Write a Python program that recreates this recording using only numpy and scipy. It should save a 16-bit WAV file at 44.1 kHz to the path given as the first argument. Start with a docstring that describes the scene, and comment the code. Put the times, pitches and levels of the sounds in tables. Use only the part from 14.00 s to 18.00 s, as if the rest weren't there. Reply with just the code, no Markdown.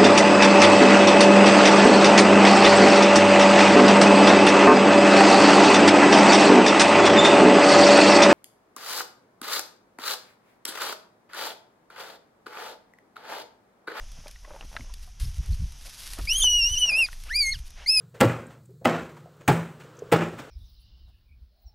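"""Light wind buffets the microphone on a stony hillside as shoes scrunch over gravel and knock stones.
A dog pushes through a dry bush: leaves rustle louder, twigs snap and rubbing branches squeak.
Just after two seconds it gives a long, shrill, wavering whine, then a short arched one, and it is
starting a third as the scene ends. The sound is mono but for the highest treble."""
import sys
import numpy as np
from scipy import signal
from scipy.fft import rfft, irfft, next_fast_len
from scipy.io import wavfile
from scipy.ndimage import map_coordinates

SR = 44100
rng = np.random.default_rng(int(sys.argv[2]) if len(sys.argv) > 2 else 0)


def pcm_store(signal):
    """Save signal as 16-bit PCM."""
    levels = np.round(np.clip(np.atleast_2d(signal), -1, 1) * 32767)
    wavfile.write(sys.argv[1], SR, levels.astype(np.int16).T)


N = 176400
TIME = np.arange(N) / SR
TOP_HZ = 15300


def amp(db):
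    """Decibels to gain."""
    return 10 ** (np.asarray(db) / 20)


def unit(x):
    """Scale to rms 1."""
    return x / np.sqrt(np.mean(x ** 2) + 1e-20)


def along(points, hz):
    """Read (Hz, value) points on a log frequency axis."""
    f, v = np.transpose(points)
    return np.interp(np.log(hz + 1), np.log(f + 1), v)


def curves(rows):
    """One automation curve for each column after the time."""
    s, *cols = np.transpose(rows)
    return [np.interp(TIME, s, c) for c in cols]


def wobble(rate):
    """A smooth random curve, rate knots a second."""
    return map_coordinates(rng.standard_normal(int(N * rate / SR) + 4), [TIME * rate])


def filtered(x, response):
    """EQ x with a gain that is a function of frequency."""
    m = next_fast_len(N + SR // 2)
    return irfft(rfft(x, m) * response(np.fft.rfftfreq(m, 1 / SR)), m)[..., :N]


def coloured(x, spectrum):
    """x with a (Hz, dB) colour, at rms 1."""
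    return unit(filtered(x, lambda hz: amp(along(spectrum, hz))))


def noise(spectrum):
    """Coloured noise of rms 1."""
    return coloured(rng.standard_normal(N), spectrum)


def burst(length, edges_hz, kind):
    """Short filtered noise of rms 1."""
    sos = signal.butter(3, edges_hz, kind, fs=SR, output='sos')
    return unit(signal.sosfilt(sos, rng.standard_normal(length)))


def eddies(spectrum, evenness):
    """Noise whose chance swells are partly evened out."""
    z = signal.hilbert(noise(spectrum))
    return unit(z.real / (np.abs(z) + 0.51) ** evenness)


def grains(spectrum, rate, spread_db):
    """Tiny random clicks of uneven size, at rms 1."""
    size = amp(spread_db * np.minimum(rng.exponential(size=N), 4))
    hits = rng.random(N) < rate / SR
    return coloured(hits * size * rng.choice([-1, 1], N), spectrum)


def swells(rows):
    """Envelope of bell-shaped swells."""
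    return sum(amp(db) * np.exp(-.5 * ((TIME - s) / half) ** 4) for s, half, db in rows)


def add(track, s, sound):
    """Mix a short sound in at time s."""
    part = track[round(s * SR):][:len(sound)]
    part += sound[:len(part)]


# Foliage EQ. Each row: frequency in Hz, gain in dB.
FOLIAGE_EQ = [(60, 5), (150, 3.5), (210, -1.5), (340, -16.5), (450, -13.5), (750, -7), (1100, -9),
              (1800, -9.5), (3300, -5), (4300, -11), (5200, -2.5), (6100, -0.5), (6800, -7.5), (7500, -17),
              (10600, -15), (13000, -30), (15000, -39)]
# Foliage fader. Each row: time in seconds, level in dB.
FOLIAGE_LEVEL = [(0, -54), (.8, -54.5), (1.05, -57), (1.15, -58), (1.3, -55), (2.5, -51.5), (3.2, -55.5),
                 (3.6, -57.5), (3.72, -55), (4, -56.5)]

def distant_foliage():
    """A soft, drifting bed of far-off leaves."""
    level_db, = curves(FOLIAGE_LEVEL)
    return amp(level_db + 1.8 * wobble(4.54)) * noise(FOLIAGE_EQ)


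# Reverb decay. Each row: frequency in Hz, T60 in seconds.
HILLSIDE_DECAY = [(300, .15), (3000, 0.2), (10000, 0.1)]

def hillside(x):
    """Faint scatter from the slope and the bushes."""
    hz, t, spectra = signal.stft(rng.standard_normal(SR // 2), SR, nperseg=256)
    decay = amp(-60 * t / along(HILLSIDE_DECAY, hz)[:, None])
    _, tail = signal.istft(spectra * decay, SR, nperseg=256)
    return amp(-29) * signal.fftconvolve(x, tail / np.linalg.norm(tail))[:N]


# Rumble fader. Each row: time in seconds, level in dB.
RUMBLE_LEVEL = [(0.0, -37.5), (0.32, -49.5), (0.93, -38), (1.17, -44.5), (1.22, -27), (1.29, -38),
                (1.63, -32), (1.76, -48), (1.83, -40), (1.96, -56), (2.25, -27), (2.29, -37), (2.41, -31),
                (2.7, -36.5), (2.73, -30), (2.91, -48), (3.36, -36.5), (4.0, -44)]
# Gusts. Each row: centre and half length in seconds, level in dB.
GUSTS = [(1.25, 0.036, -30), (1.398, 0.0096, -22), (1.45, 0.23, -41.5), (1.517, 0.026, -22.5),
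         (1.628, 0.026, -24), (2.24, 0.039, -38), (2.73, 0.019, -35), (3.57, 0.052, -40.5)]
# Wind EQs. Each row: frequency in Hz, gain in dB.
RUMBLE_EQ = [(10, -5), (22, 3), (38, 1.5), (55, -5.5), (80, -17.5), (130, -31), (220, -37.5), (500, -54.5),
             (1500, -82)]
GUST_EQ = [(15, -7), (40, 0), (65, 6), (110, -4.5), (160, -15.5), (230, -34.5), (500, -51), (1500, -83)]

def wind():
    """Wind rumbles on the microphone, with a few harder gusts."""
    level_db, = curves(RUMBLE_LEVEL)
    rumble = amp(level_db) * eddies(RUMBLE_EQ, evenness=0.35)
    return rumble + swells(GUSTS) * eddies(GUST_EQ, evenness=0.49)


# Stone hits. Each row: start in seconds, relative level in dB, pitch in Hz, T60 in seconds.
STONES = [(0.26, -34.5, 592, .05), (.27, -36.5, 2400, 0.016), (.359, -37.5, 1940, 0.024),
          (.447, -42.5, 1080, 0.044), (.449, -39, 1980, .02), (.479, -41.5, 603, 0.045),
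          (.506, -32.5, 904, 0.032), (.512, -36.5, 590, 0.05), (.543, -38.5, 554, 0.1),
          (.562, -36.5, 895, 0.032), (0.609, -32, 800, 0.016), (.610, -29.5, 2780, .009),
          (.716, -43, 870, 0.017), (.753, -34.5, 704, 0.026), (0.7657, -15, 1880, 0.0078),
          (.767, -25, 1330, 0.017), (.77, -27.5, 1630, 0.016), (.808, -32.5, 2140, 0.013),
          (.897, -48, 997, 0.069), (1.075, -50.5, 728, 0.078), (2.182, -34.5, 1260, .02),
          (2.197, -30, 1300, 0.018), (2.442, -20, 910, .012), (2.532, -41.5, 760, 0.021),
          (2.896, -28.5, 1700, 0.011), (3.087, -29.5, 1460, 0.018), (3.13, -32, 1890, 0.01)]
# A stone's partials. Each row: multiple of the pitch, gain in dB.
STONE_RING = [(.55, -19), (1.0, 2.5), (1.37, -8.5), (1.9, -24)]

def stones():
    """Stones knock together under foot: a short ring with grit in it."""
    track, t = np.zeros(N), TIME[:SR // 8]
    attack = 1 - np.exp(-t / 0.00013)
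    for s, db, hz, t60 in STONES:
        ring = sum(amp(gain + rng.normal(0, 1.8)) * np.sin(2 * np.pi * hz * ratio * t)
                   for ratio, gain in STONE_RING)
        grit = amp(-6.5) * burst(len(t), [hz / 2, hz * 2], 'band')
        add(track, s, amp(db - 5 - 60 * t / t60) * attack * (ring + grit))
    return track


# Footfalls. Each row: start in seconds, level in dB, low-pass cutoff in Hz.
THUDS = [(.18, -43.5, 168), (.638, -46, 260), (.795, -38, 170), (.81, -43.5, 280), (2.185, -36, 330),
         (2.443, -44.5, 446)]
# Scrunches. Each row: centre and half length in seconds, level in dB.
SCRUNCHES = [(.03, 0.035, -60.5), (.18, .025, -59.5), (.27, 0.028, -57.5), (.53, 0.074, -53.5),
             (.63, 0.022, -55), (.76, 0.045, -52), (.88, 0.054, -65), (1.87, 0.017, -54.5),
             (2.19, 0.018, -47), (2.67, .04, -59), (2.9, 0.058, -49.5), (3.0, 0.049, -49), (4.0, 0.02, -50)]
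# Gravel EQ. Each row: frequency in Hz, gain in dB.
GRAVEL_EQ = [(150, 3), (350, -6), (620, 5.5), (950, 0.5), (1400, -3), (2600, -7.5), (5000, -21),
             (12000, -40)]

def steps(thud_t60=0.12):
    """Soles land with a dull thud and scrunch the gravel."""
    thuds, t = np.zeros(N), TIME[:SR // 8]
    attack = 1 - np.exp(-t / 0.00083)
    for s, db, hz in THUDS:
        add(thuds, s, amp(db - 60 * t / thud_t60) * attack * burst(len(t), hz, 'low'))
    return thuds + swells(SCRUNCHES) * grains(GRAVEL_EQ, rate=900, spread_db=4.5)


# Scuffs. Each row: centre and half length in seconds, level in dB.
SCUFFS = [(1.45, 0.029, -57.5), (3.275, 0.018, -52), (3.81, 0.039, -50)]
# Dust EQ. Each row: frequency in Hz, gain in dB.
DUST_EQ = [(200, -18), (500, 0), (1300, 1), (2800, 2.5), (4500, -6), (12000, -32)]

def paws():
    """Paws scuff the dust in soft puffs."""
    return swells(SCUFFS) * noise(DUST_EQ)


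# Squeaks. Each row: centre and half length in seconds, level in dB, pitch in Hz.
SQUEAKS = [(1.255, 0.0037, -42.5, 5250), (1.533, 0.0019, -40.5, 4380)]

def branches():
    """Branches squeak briefly as they rub."""
    return sum(swells([(s, half, db)]) * np.sin(2 * np.pi * hz * TIME + .4 * wobble(400))
               for s, half, db, hz in SQUEAKS)


# Rustle fader. Each row: time in seconds, relative level in dB.
RUSTLE_LEVEL = [(0, -68), (.27, -61), (.3, -59), (.36, -65), (.6, -61.5), (.8, -58), (.9, -71),
                (1.04, -55.5), (1.09, -61), (1.19, -74), (1.202, -42.5), (1.275, -47), (1.305, -59),
                (1.36, -56.5), (1.42, -60), (1.52, -54.5), (1.78, -58.5), (1.84, -51), (1.865, -43.5),
                (1.92, -50.5), (1.99, -42), (2.09, -46.5), (2.135, -38.5), (2.165, -47.5), (2.25, -46.5),
                (2.3, -49), (2.36, -47), (2.39, -38), (2.42, -43), (2.57, -52), (2.66, -45), (2.73, -47),
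                (2.8, -46), (2.9, -50.5), (3.05, -51.5), (3.17, -55), (3.35, -54), (3.43, -50), (3.55, -51),
                (3.59, -54), (3.63, -68), (3.68, -52), (3.73, -74), (4, -68)]
# Leaf and twig EQ. Each row: frequency in Hz, gain in dB.
BUSH_EQ = [(180, -40), (300, -11), (669, -16), (1250, -6.5), (1440, -8.5), (1590, -5), (2480, -4),
           (5010, 0.5), (7670, -7.5), (9960, -2.5), (11900, -5.5), (15000, -26)]
# Snaps. Each row: start in seconds, relative level in dB.
TWIGS = [(.118, -35.5), (.281, -29.5), (.312, -35), (0.939, -28.5), (1.036, -43), (1.199, -31),
         (1.344, -36), (1.382, -36.5), (1.46, -35.5), (1.531, -43), (1.722, -35), (2.134, -21),
         (2.187, -25.5), (2.253, -26), (3.237, -31.5), (3.589, -35), (3.705, -36.5)]

def bush(twig_t60=0.02):
    """Dry leaves swish and crackle against the dog; now and then a twig snaps."""
    swish = amp(-3.5) * noise(BUSH_EQ)
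    crackle = amp(-5.5) * grains(BUSH_EQ, rate=1800, spread_db=5)
    level_db, = curves(RUSTLE_LEVEL)
    leaves = amp(level_db + 2.6 * wobble(60)) * (swish + crackle)
    snaps, t = np.zeros(N), TIME[:SR // 20]
    for s, db in TWIGS:
        add(snaps, s, amp(db - 9 - 60 * t / twig_t60))
    return leaves + snaps * noise(BUSH_EQ)


# Throat EQ from harmonic 3 up. Each row: frequency in Hz, gain in dB.
THROAT_EQ = [(3000, -4), (5000, 9.5), (6400, 3), (7500, -18.5), (8300, -3), (9900, 1.5), (10700, 2.5),
             (11500, -2.5), (12500, -12.5), (14000, -26), (15500, -30)]
# Vocal strain. Each row: time in seconds, roughness from 0 to 1.
STRAIN = [(2.27, 0.76), (2.39, 0.7), (2.425, 0.97), (2.46, 0.29), (2.56, 0), (2.68, 0.31), (2.78, 0.52),
          (2.84, 0.1), (2.91, 0.56), (3.0, 0.24), (3.05, 0.6), (3.3, 0.43), (3.4, 0), (3.47, 0),
          (3.54, 0.55), (3.87, .25), (3.92, 0)]

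def whine(pitch, levels, rolloff_db=3.5, attack_s=0.0028, release_s=0.012):
    """A whistling tone with harmonics; it trembles when the voice is strained."""
    hz, = curves(pitch)
    rough, = curves(STRAIN)
    first_db, second_db, upper_db = curves(levels)
    jitter = 0.0095 * rough * wobble(600)
    phase = 2 * np.pi * np.cumsum(hz * (1 + jitter)) / SR
    voice = np.zeros(N)
    for k in range(1, 9):
        if k < 3:
            db = first_db if k == 1 else second_db
        else:
            flutter_db = 3 * wobble(110)
            db = upper_db + along(THROAT_EQ, k * hz) - rolloff_db * (k - 3) + flutter_db
        shimmer_db = 2.5 * rough * wobble(400)
        voice += amp(db + shimmer_db) * (k * hz < TOP_HZ) * np.sin(k * phase)
    fade_in = np.clip((TIME - levels[0][0]) / attack_s, 0, 1)
    fade_out = np.clip((levels[-1][0] + release_s - TIME) / release_s, 0, 1)
    return np.sqrt(2) * voice * fade_in * fade_out


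# Whine melodies. Each row: time in seconds, pitch in Hz.
PITCH_LONG = [(2.272, 2206), (2.30, 2652), (2.342, 3080), (2.349, 3014), (2.368, 3210), (2.393, 3290),
              (2.411, 3085), (2.420, 3184), (2.425, 3670), (2.435, 3036), (2.452, 3060), (2.48, 2893),
              (2.505, 2965), (2.53, 2892), (2.565, 2913), (2.60, 2818), (2.632, 2710), (2.70, 2947),
              (2.74, 3022), (2.769, 2790), (2.788, 3080), (2.82, 2962), (2.855, 2928), (2.89, 2773),
              (2.917, 2395), (2.95, 2525), (2.997, 2808), (3.022, 2653), (3.04, 2456), (3.056, 2424),
              (3.07, 1700)]
PITCH_ARCHED = [(3.285, 1080), (3.306, 1652), (3.356, 2335), (3.375, 2442), (3.39, 2422), (3.44, 2196),
                (3.48, 2108), (3.50, 2160), (3.529, 2160), (3.545, 1680), (3.565, 1342)]
PITCH_LAST = [(3.86, 2053), (3.867, 2143), (3.885, 2460), (3.91, 2595), (3.93, 2612), (3.95, 2612),
              (3.98, 2494), (4.0, 2512)]
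# Whine faders. Each row: time in seconds, then fundamental, octave and pre-EQ upper harmonics in dB.
LEVEL_LONG = [(2.272, -33.5, -48, -58), (2.289, -33, -28.5, -39.5), (2.316, -20.5, -24.5, -43),
              (2.338, -32, -38, -32.5), (2.36, -24.5, -28, -42), (2.386, -37.5, -31.5, -25.5),
              (2.415, -24.5, -31, -32), (2.446, -22.5, -19.5, -33.5), (2.484, -16.5, -30.5, -48),
              (2.503, -27.5, -23, -39), (2.545, -18, -26, -46), (2.595, -21, -30.5, -45),
              (2.628, -26.5, -21, -53), (2.667, -23.5, -23.5, -45), (2.71, -38, -34, -48),
              (2.74, -24.5, -30, -44), (2.762, -34, -34.5, -52), (2.779, -24, -22.5, -46),
              (2.797, -36.5, -36, -36), (2.822, -20.5, -27.5, -40), (2.842, -17.5, -31, -53),
              (2.869, -34, -30.5, -50), (2.896, -19.5, -24.5, -44.5), (2.915, -30.5, -43, -40),
              (2.938, -21, -29.5, -50.5), (2.975, -23.5, -39, -36.5), (2.993, -18.5, -36.5, -43),
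              (3.03, -19.5, -35.5, -38), (3.053, -29, -28, -43), (3.07, -61, -55, -63)]
LEVEL_ARCHED = [(3.285, -59, -52, -74), (3.30, -42, -44.5, -62), (3.313, -30.5, -62, -53),
                (3.34, -32, -37, -49), (3.362, -33.5, -20, -32), (3.377, -28, -27, -37.5),
                (3.41, -33.5, -18.5, -43), (3.428, -32, -23, -36.5), (3.445, -29.5, -30, -41),
                (3.485, -26.5, -42.5, -37.5), (3.505, -28, -46.5, -44.5), (3.528, -40, -24, -49),
                (3.54, -43, -45.5, -53), (3.558, -61, -41.5, -57), (3.565, -79, -58, -68)]
LEVEL_LAST = [(3.86, -35, -39, -55), (3.866, -30.5, -39.5, -50.5), (3.882, -51, -22.5, -36),
              (3.894, -35.5, -15, -31.5), (3.915, -31, -21, -37), (3.948, -28.5, -20, -38),
              (3.963, -29.5, -21, -34), (3.974, -27, -17.5, -29), (4.0, -29, -21, -26)]
# Reflections off the stony ground. Each row: delay in seconds, gain in dB.
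BOUNCES = [(.0047, -24.5), (.0095, -18)]

def dog():
    """Three whines whose glides beat with their own bounce off the ground."""
    voice = whine(PITCH_LONG, LEVEL_LONG)
    voice += whine(PITCH_ARCHED, LEVEL_ARCHED)
    voice += whine(PITCH_LAST, LEVEL_LAST)
    return voice + sum(amp(db) * np.pad(voice, (round(s * SR), 0))[:N] for s, db in BOUNCES)


# Stereo width. Each row: frequency in Hz, linear side gain.
WIDTH = [(100, 0), (9000, 0.02), (11000, 0.05), (12500, 0.54), (15000, 0.8)]

def scene():
    """Everything sits in the middle; only the top of the rustle spreads."""
    near = dog() + bush() + branches() + stones() + steps() + paws()
    mid = near + hillside(near) + wind() + distant_foliage()
    side = filtered(bush(), lambda hz: along(WIDTH, hz))
    return np.array([mid + side, mid - side])


# Aliasing send. Each row: frequency in Hz, gain in dB.
ALIAS_SEND = [(7500, -70), (9000, -31), (10400, -16), (11800, -3), (12000, -60)]
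# Treble pan. Each row: frequency in Hz, left boost and right cut in dB.
LEFT_LEAN = [(100, 0), (10500, 0), (12500, 2), (15000, 1.5)]

def record(dry, mirror_hz=12000):
    """The recorder aliases treble upwards, leans its top left and cuts at the band limit."""
    treble = filtered(dry, lambda hz: amp(along(ALIAS_SEND, hz)) * (hz < mirror_hz))
    carrier = np.exp(2j * np.pi * 2 * mirror_hz * TIME)
    mirrored = np.real(np.conj(signal.hilbert(treble)) * carrier)
    return filtered(dry + mirrored,
                    lambda hz: amp(np.outer([1, -1], along(LEFT_LEAN, hz))) * (hz < TOP_HZ))


dry = scene()
out = record(dry)
pcm_store(out)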